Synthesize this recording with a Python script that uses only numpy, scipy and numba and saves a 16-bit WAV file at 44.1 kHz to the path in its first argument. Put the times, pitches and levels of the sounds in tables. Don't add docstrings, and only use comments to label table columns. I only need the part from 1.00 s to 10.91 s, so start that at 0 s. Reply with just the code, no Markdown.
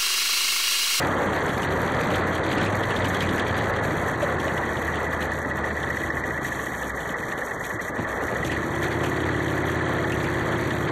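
import sys
import numpy as np
from scipy import signal
from scipy.fft import rfft, irfft
from scipy.io import wavfile
from scipy.ndimage import uniform_filter1d
from numba import njit

SR = 44100
rng = np.random.default_rng(int(sys.argv[2]) if len(sys.argv) > 2 else 0)


def how_loud(loudness_db):
    steps = np.asarray(loudness_db, float) / 20
    return 10 ** steps


def dump_mix(stems):
    frames = np.atleast_2d(stems).T
    limited = np.clip(frames, -1, 1)
    pcm = np.round(limited * 32767).astype(np.int16)
    wavfile.write(sys.argv[1], SR, pcm)


N = 437031
PULLING_DB = -33


def level(x, db):
    return x * how_loud(db) / np.sqrt(np.mean(x ** 2))


def columns(table):
    s, *rest = np.transpose(table)
    t = np.arange(N) / SR
    return [np.interp(t, s, column) for column in rest]


def swells(table, rise_s, fall_s):
    t = np.arange(N) / SR
    return sum(np.interp(t, [s - rise_s, s, s + fall_s], [0, db, 0]) for s, db in table)


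@njit
def svf(x, hz, width):
    y = np.empty(len(x))
    band, low = 0., 0.
    g, k = np.tan(np.pi * hz / SR), width / hz
    for i in range(len(x)):
        v = (band + g * (x[i] - low)) / (1 + g * (g + k))
        band, low = 2 * v - band, low + 2 * g * v
        y[i] = k * v
    return y


def steep(x, hz, width):
    hz, width = float(hz), float(width)
    return svf(svf(x, hz, width), hz, width)


def coloured(points):
    hz, db = np.transpose(points)
    log_f = np.log(np.fft.rfftfreq(N, 1 / SR) + 1)
    gain = how_loud(np.interp(log_f, np.log(hz), db, left=-90, right=-90))
    return level(irfft(rfft(rng.standard_normal(N)) * gain, N), 0)


def walk(rate_hz):
    hold = int(SR / rate_hz)
    steps = np.repeat(rng.standard_normal(N // hold + 1), hold)
    return uniform_filter1d(steps, hold // 2)[:N]


def per_cycle(turn, place, scatter_db):
    gains = how_loud(scatter_db * rng.standard_normal(size=400))
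    return gains[(turn - place + 1.5).astype(int)]


PUFFS = [
    (.18, -.45, .7),
    (.392, .4, .15),
    (.548, -.45, -.6),
    (.75, -.65, .55),
]
# cycle_multiple, level_db
LOAD_NOTES = [(8, -17), (14, -18), (16, -17), (17, -19), (21, -17)]
# peak_s, extra_effort_db
CATCHES = [
    (6.74, 24),
    (7.0, 20),
    (7.24, 13),
    (7.46, 8),
]


def exhaust(turn, effort_db):
    effort_db = effort_db + swells(CATCHES, rise_s=0.018, fall_s=0.085)
    boom, bark = np.zeros(N), np.zeros(N)
    for place, boom_push, bark_push in PUFFS:
        count = np.floor(turn - place)
        pulse = np.diff(count, prepend=count[0]) * per_cycle(turn, place, 0.43)
        boom += boom_push * pulse
        bark += bark_push * pulse
    chambers = level(steep(boom, hz=118, width=68) + steep(bark, hz=329, width=85), 0)
    notes = sum(np.sqrt(2) * how_loud(db) * np.cos(2 * np.pi * k * turn) for k, db in LOAD_NOTES)
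    coast_db = 0.8 * np.minimum(effort_db - PULLING_DB, 0)
    return how_loud(effort_db) * (chambers + notes * how_loud(coast_db))


# start_s, level_db, pitch_hz
POPS = [
    (6.726, -31, 191),
    (6.929, -33, 193),
    (6.989, -16.5, 191),
    (7.029, -21.5, 190),
    (7.224, -17.5, 189),
    (7.323, -21, 190),
    (7.399, -20, 190),
    (7.449, -24, 190),
    (7.519, -22, 190),
]


def lone_firings():
    return knocks(POPS, burst_s=0.0092, cycles=0.48, gain_db=2.1, crack=0.3)


# place_cycle [0-1], level_db
CLACKS = [
    (.015, 0),
    (.54, -11),
    (.68, -8.5),
]
# freq_hz, width_hz, level_db
CASING = [(1742.5, 147, 1), (1940, 104, -1.5), (1803, 140, -17.5), (1135, 190, -4.5)]


def casing(turn, lash_db):
    def ring(x):
        return level(sum(how_loud(db) * steep(x, hz, width) for hz, width, db in CASING), 0)

    clacks = np.zeros(N)
    for place, db in CLACKS:
        late = (turn - place + 0.5) % 1 - 0.5
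        hz = 1880 * per_cycle(turn, place, 0.12) + 1700 * late
        chatter = np.sin(2 * np.pi * np.cumsum(hz) / SR) + 0.6 * rng.standard_normal(N)
        burst = np.exp(-(late / 0.05) ** 2)
        clacks += how_loud(db) * per_cycle(turn, place, 1.2) * burst * chatter
    clatter = steep(clacks, 1900, 900) + 0.5 * ring(clacks) * clacks.std()

    base_db, lash_share = -34.5, 0.1
    buzz_db = base_db + lash_share * (lash_db - base_db)
    stirred = 0.39 + 1.2 * np.exp(-((turn - CLACKS[0][0]) % 1) / 0.054)
    flicker_db = 1.2 * walk(25)
    buzz = how_loud(buzz_db - 0.5 + flicker_db) * ring(stirred * rng.standard_normal(N))
    return how_loud(lash_db) * level(clatter, 0) + buzz


# cycle_multiple, level_db
HUM = [(3, -16), (5, 4.5), (6, -26), (9, -5), (10, -17), (14, -10), (18, -10.5)]


def frame(turn, cycle_hz, effort_db):
    cruise_hz, cruise_effort_db, idle_hz = 16, -35, 14
    hum_db = -41 + 0.96 * (cycle_hz - cruise_hz) - 0.14 * (effort_db - cruise_effort_db)
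    hum_db = hum_db + 3.5 * np.minimum(cycle_hz - idle_hz, 0)
    lines = np.zeros(N)
    for k, db in HUM:
        phase = 2 * np.pi * k * turn + 0.17 * walk(5.4) + k * k
        lines += how_loud(db + 2.1 * walk(5)) * np.sin(phase)
    return np.sqrt(2) * how_loud(hum_db) * lines


# freq_hz, density_db [dB per Hz]
RUMBLE = [(28, -31), (54, -6.5), (85, -3.5), (200, -1.5), (330, -2.5), (400, -7.5), (470, -16.5)]
ROAR = [(340, -9), (420, 0), (540, 0.5), (700, -2.5), (1100, -4.5), (1450, -6), (2000, -7.5), (2450, -32.5),
        (2900, -29)]
# time_s, pitch_hz, level_db
TREAD = [
    (.55, 128.2, -44),
    (.7, 129.6, -34),
    (1.4, 121.7, -50),
    (1.8, 121.9, -36),
    (1.92, 120.9, -30.5),
    (2.2, 118.2, -53),
    (2.5, 111.4, -35),
    (2.8, 105.7, -31.5),
    (3.1, 104.4, -49.5),
]


def tyres(turn, roar_db, rough_db, effort_db):
    patch_db = 1
    rumble_db = 0.5 + roar_db + 0.97 * rough_db - 0.9 * np.maximum(effort_db - PULLING_DB, 0)
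    throb = 0.69 + sum(1.03 * np.exp(-((turn - place) % 1) / 0.2) for place, _, _ in PUFFS[::2])
    rumble = coloured(RUMBLE) * throb * how_loud(rumble_db - 1.5 + patch_db * walk(11))
    roar = coloured(ROAR) * how_loud(roar_db + 5.0 + patch_db * walk(16))

    fade_in = (TREAD[0][0] - 0.1, TREAD[0][1], -70)
    fade_out = (TREAD[-1][0] + 0.1, TREAD[-1][1], -70)
    hz, db = columns([fade_in, *TREAD, fade_out])
    tread = np.sqrt(2) * how_loud(db) * np.sin(2 * np.pi * np.cumsum(hz) / SR)
    return rumble + roar + tread


# peak_s, swell_db
JOLTS = [(.63, 2.5), (.72, 3), (1.02, 6), (1.16, 3), (1.35, 4), (1.43, 2), (1.52, 5.5), (1.63, 9),
         (2.07, 8), (2.15, 6), (2.21, 6), (2.48, 5.5), (2.56, 7), (2.76, 1), (2.84, 6.5), (3.23, 6.5),
         (4.14, 2), (4.22, 3), (5.45, 4), (6.02, 5), (6.32, 3), (6.65, 10), (6.82, 7), (7.09, 4.5),
         (7.46, 7), (7.52, 6), (7.84, 7.5), (7.92, 4), (8.06, 6), (8.69, 6)]
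# dip_s, dip_db
LULLS = [(.69, -7.5), (1.24, -7), (1.41, -8), (1.49, -2), (2.45, -5), (2.54, -5), (2.73, -7.5),
         (2.81, -8.5), (3.17, -4), (3.37, -9), (4.08, -9), (4.19, -6), (4.29, -9), (4.46, -13), (4.53, -10),
         (4.62, -11), (5.11, -9), (5.23, -12), (5.4, -9), (5.93, -14), (6.15, -13.5), (6.35, -8),
         (6.57, -9), (6.79, -17), (6.93, -17), (7.06, -10), (7.2, -8), (7.42, -5), (7.78, -1), (8.64, -5.5)]
# start_s, end_s, level_db
BRAKING = [
    (4.705, 4.86, -2.5),
    (4.95, 5.08, 1),
    (5.44, 5.913, 3),
    (6.21, 6.547, 0),
]
# freq_hz, density_db [dB per Hz]
BELT = [(5300, 0), (6100, 10.5), (7200, 7.5), (8200, 4), (9600, 0), (12200, 1.5), (13000, 12.5)]


def bodywork(roar_db, rough_db):
    jolt_db = swells(JOLTS, rise_s=0.028, fall_s=0.041)
    lull_db = swells(LULLS, rise_s=0.031, fall_s=0.031)
    brake_db, edge_s = np.zeros(N), 0.03
    for start_s, end_s, db in BRAKING:
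        brake_db += columns([(start_s - edge_s, 0), (start_s, db), (end_s, db), (end_s + edge_s, 0)])[0]
    roll_db = roar_db + 32
    shake_db = -46 + roll_db + 0.9 * rough_db + jolt_db + 0.56 * lull_db + 0.54 * brake_db
    hiss_db = -48.5 - 0.0036 * roll_db + 0.72 * jolt_db + lull_db + brake_db

    grain = how_loud(0.88 * walk(24))
    panels = coloured([(1100, -16), (1500, 5.5), (2150, 6.0), (2500, 0.5), (2800, -8.5), (3300, -4),
                       (3800, -2.5), (4500, -6.5), (5500, -27)])
    panels = panels * how_loud(shake_db + 4.0 + 3.6 * walk(250) + 1.2 * walk(15))
    belt = coloured(BELT) * how_loud(hiss_db + 0.3 + 3.53 * walk(300) + 0.61 * walk(20))

    ticks_per_s, scatter_db = 110, 13
    ticks = (rng.random(N) < ticks_per_s / SR) * how_loud(scatter_db * rng.random(N))
    jingle = level(steep(ticks, hz=3260, width=417), -5) * how_loud(shake_db)
    return grain * (panels + belt) + jingle


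def knocks(table, burst_s, cycles, gain_db, crack):
    out, t = np.zeros(N), np.arange(4096) / SR
    for s, db, hz in table:
        burst = rng.standard_normal(len(t)) * np.exp(-t / burst_s)
        ring = steep(burst, hz, hz / cycles)
        snap = svf(burst * np.exp(-t / 0.0093), 0.88 * hz, 2. * hz)
        knock = (ring / np.abs(ring).max() + crack * snap) * how_loud(db + gain_db)
        i = int(s * SR)
        out[i:i + len(t)] += knock[:N - i]
    return out


# start_s, level_db, pitch_hz
BUMPS = [(0.27, -18, 190), (1.07, -14, 179.6), (1.53, -14.5, 197), (1.62, -12, 193), (4.2, -20, 200),
         (0.426, -14, 477), (0.722, -13, 388), (1.005, -12, 468), (1.192, -11, 312), (1.573, -13, 322),
         (2.924, -15, 321), (3.227, -6, 587), (3.469, -9.5, 596), (3.771, -24, 310), (5.084, -22, 334),
         (5.289, -20, 324), (6.991, -30, 250)]


def bumps():
    return knocks(BUMPS, burst_s=0.0076, cycles=4.4, gain_db=-7.5, crack=0.28)


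# start_s, level_db, pitch_hz
RATTLES = [(0.332, -24, 3090), (0.6315, -22, 2940), (1.1418, -22.5, 3170), (1.5293, -23, 3120),
           (1.6137, -29, 3090), (1.8346, -22, 3300), (1.9619, -20, 3500), (2.0445, -20, 3020),
           (2.2055, -20, 3250), (2.2897, -22, 3320), (2.396, -20, 3290), (2.4626, -35, 3250),
           (2.7631, -26, 3296), (3.3992, -24.5, 3270), (3.5772, -25, 3300), (3.7688, -28, 3220),
           (4.2225, -24.5, 3160), (4.8304, -26, 3280), (5.832, -30.5, 3240), (6.0028, -32.5, 3290),
           (6.092, -29.5, 3240), (6.185, -36, 3260), (6.3789, -31, 3310), (6.6394, -30.5, 3290),
           (6.8274, -38, 3330), (7.449, -23, 3150), (8.2033, -26, 3300), (8.3624, -31, 3400),
           (9.5233, -25, 3180), (9.7058, -26, 3260)]


def bracket():
    return knocks(RATTLES, burst_s=0.0069, cycles=3.5, gain_db=-1.9, crack=0.55)


# start_s, level_db, pitch_hz
LATCH = [(0.4908, -27, 3270), (1.1039, -24, 2520), (1.1877, -29, 2400), (1.4382, -27, 3390),
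         (1.5133, -26, 3150), (1.5808, -20, 2520), (1.6626, -21, 2500), (1.9055, -23, 2970),
         (2.145, -23, 3340), (2.2293, -21, 2300), (2.3792, -24, 2570), (2.4816, -28, 3260),
         (2.586, -26, 3330), (3.2171, -28, 2370), (3.478, -28, 2760), (3.9556, -28, 3190),
         (5.4475, -36, 3280), (7.4764, -31, 2600), (7.5154, -23, 2570), (7.891, -39, 2410),
         (8.034, -23, 2450), (8.074, -32, 2510), (8.4801, -27, 3270), (9.1197, -21, 2440),
         (9.2414, -22.5, 2380), (9.605, -40, 3230)]


def seat_latch():
    return knocks(LATCH, burst_s=0.018, cycles=3.1, gain_db=-2.6, crack=0.61)


# time_s, cycle_hz [four-stroke cycles per s]
SPEED = [(0.0, 17.85), (0.9, 17.22), (1.22, 18.41), (1.39, 17.49), (1.64, 20.33), (2.47, 17.55),
         (2.83, 16.89), (5.1, 15.01), (6.0, 12.42), (6.21, 11.02), (6.6, 10.29), (6.94, 11.96),
         (7.31, 13.28), (7.57, 15.26), (8.18, 17.57), (8.94, 17.01), (9.35, 16.31), (9.91, 17.12)]
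# time_s, effort_db, lash_db
EFFORT = [(0, -33, -52), (.5, -34.5, -38), (1, -40, -51), (1.5, -29.5, -43), (1.75, -38, -46),
          (2.1, -46, -36.5), (3.2, -32, -38), (4, -38, -33), (4.6, -39, -33), (5.1, -37, -29.5),
          (5.6, -41, -35), (5.95, -46.5, -37.5), (6.2, -54, -34), (7.1, -47, -35.5), (7.5, -35, -32),
          (7.8, -27, -41), (8.3, -26, -35.5), (9.91, -27, -37.5)]
# time_s, roar_db, rough_db
ROAD = [(0, -27.5, -1.5), (.5, -29, -0.5), (1.1, -29, 1.5), (1.35, -29.5, -0.5), (1.62, -28.5, 3.5),
        (1.75, -29.5, -0.5), (2.2, -30, 3), (3.2, -30.5, -1), (4.2, -33.5, 1), (5.2, -35.5, 1.5),
        (5.7, -37, 1), (6.8, -37, -2), (7.2, -34, 0), (7.5, -34.5, 3), (8, -33, 4.5), (8.6, -33, 3.5),
        (9.2, -32, 3.5), (9.91, -33, 5.5)]


def scene():
    cycle_hz, = columns(SPEED)
    start_turn = 0.561
    turn = start_turn + np.cumsum(cycle_hz) / SR
    effort_db, lash_db = columns(EFFORT)
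    roar_db, rough_db = columns(ROAD)
    engine = exhaust(turn, effort_db) + lone_firings()
    engine = engine + casing(turn, lash_db) + frame(turn, cycle_hz, effort_db)
    cart = tyres(turn, roar_db, rough_db, effort_db) + bodywork(roar_db, rough_db)
    loose = bumps() + bracket() + seat_latch()
    return (engine + cart + loose)[None]


# low_hz, high_hz, dropped_share [0-1], rattle_masking [0-1]
GAPS_HZ = [(2290, 2420, .22, 0), (2420, 2580, .16, 0), (2580, 2720, .28, 0), (2720, 2880, .38, 0),
           (2880, 3050, .2, 0), (4600, 4780, .7, 0), (4780, 5050, .95, 0), (5050, 5280, .95, 0),
           (5280, 5480, .82, 0), (9800, 10100, .15, .4), (10100, 10350, .6, .4), (10350, 11020, 1, 0),
           (11020, 11350, .6, .4), (11350, 11700, .32, .5), (11700, 12400, .14, .6),
           (12400, 12620, .22, .6), (12620, 12850, .75, .4), (12850, 16000, 1, 0)]


def starved(x):
    hz, _, frames = signal.stft(x, SR, nperseg=2048)

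    def power(low_hz, high_hz):
        return np.sum(np.abs(frames[(hz >= low_hz) & (hz < high_hz)]) ** 2, axis=0)

    rattle = power(2500, 4600)
    for low_hz, high_hz, share, masking in GAPS_HZ:
        scatter = how_loud(1.7 * rng.standard_normal(len(rattle)))
        weight = power(low_hz, high_hz) / rattle ** masking * scatter
        frames[(hz >= low_hz) & (hz < high_hz)] *= weight > np.quantile(weight, share)
    return signal.istft(frames, SR, nperseg=2048)[1][:N]


def roll_off(x):
    return signal.sosfilt(signal.butter(12, 13940, fs=SR, output="sos"), x)


def record(dry):
    rounded = np.tanh(4.24 * dry[0]) / 4.92
    mix = starved(rounded)[None]
    return roll_off(mix)


dry = scene()
out = record(dry)
dump_mix(out)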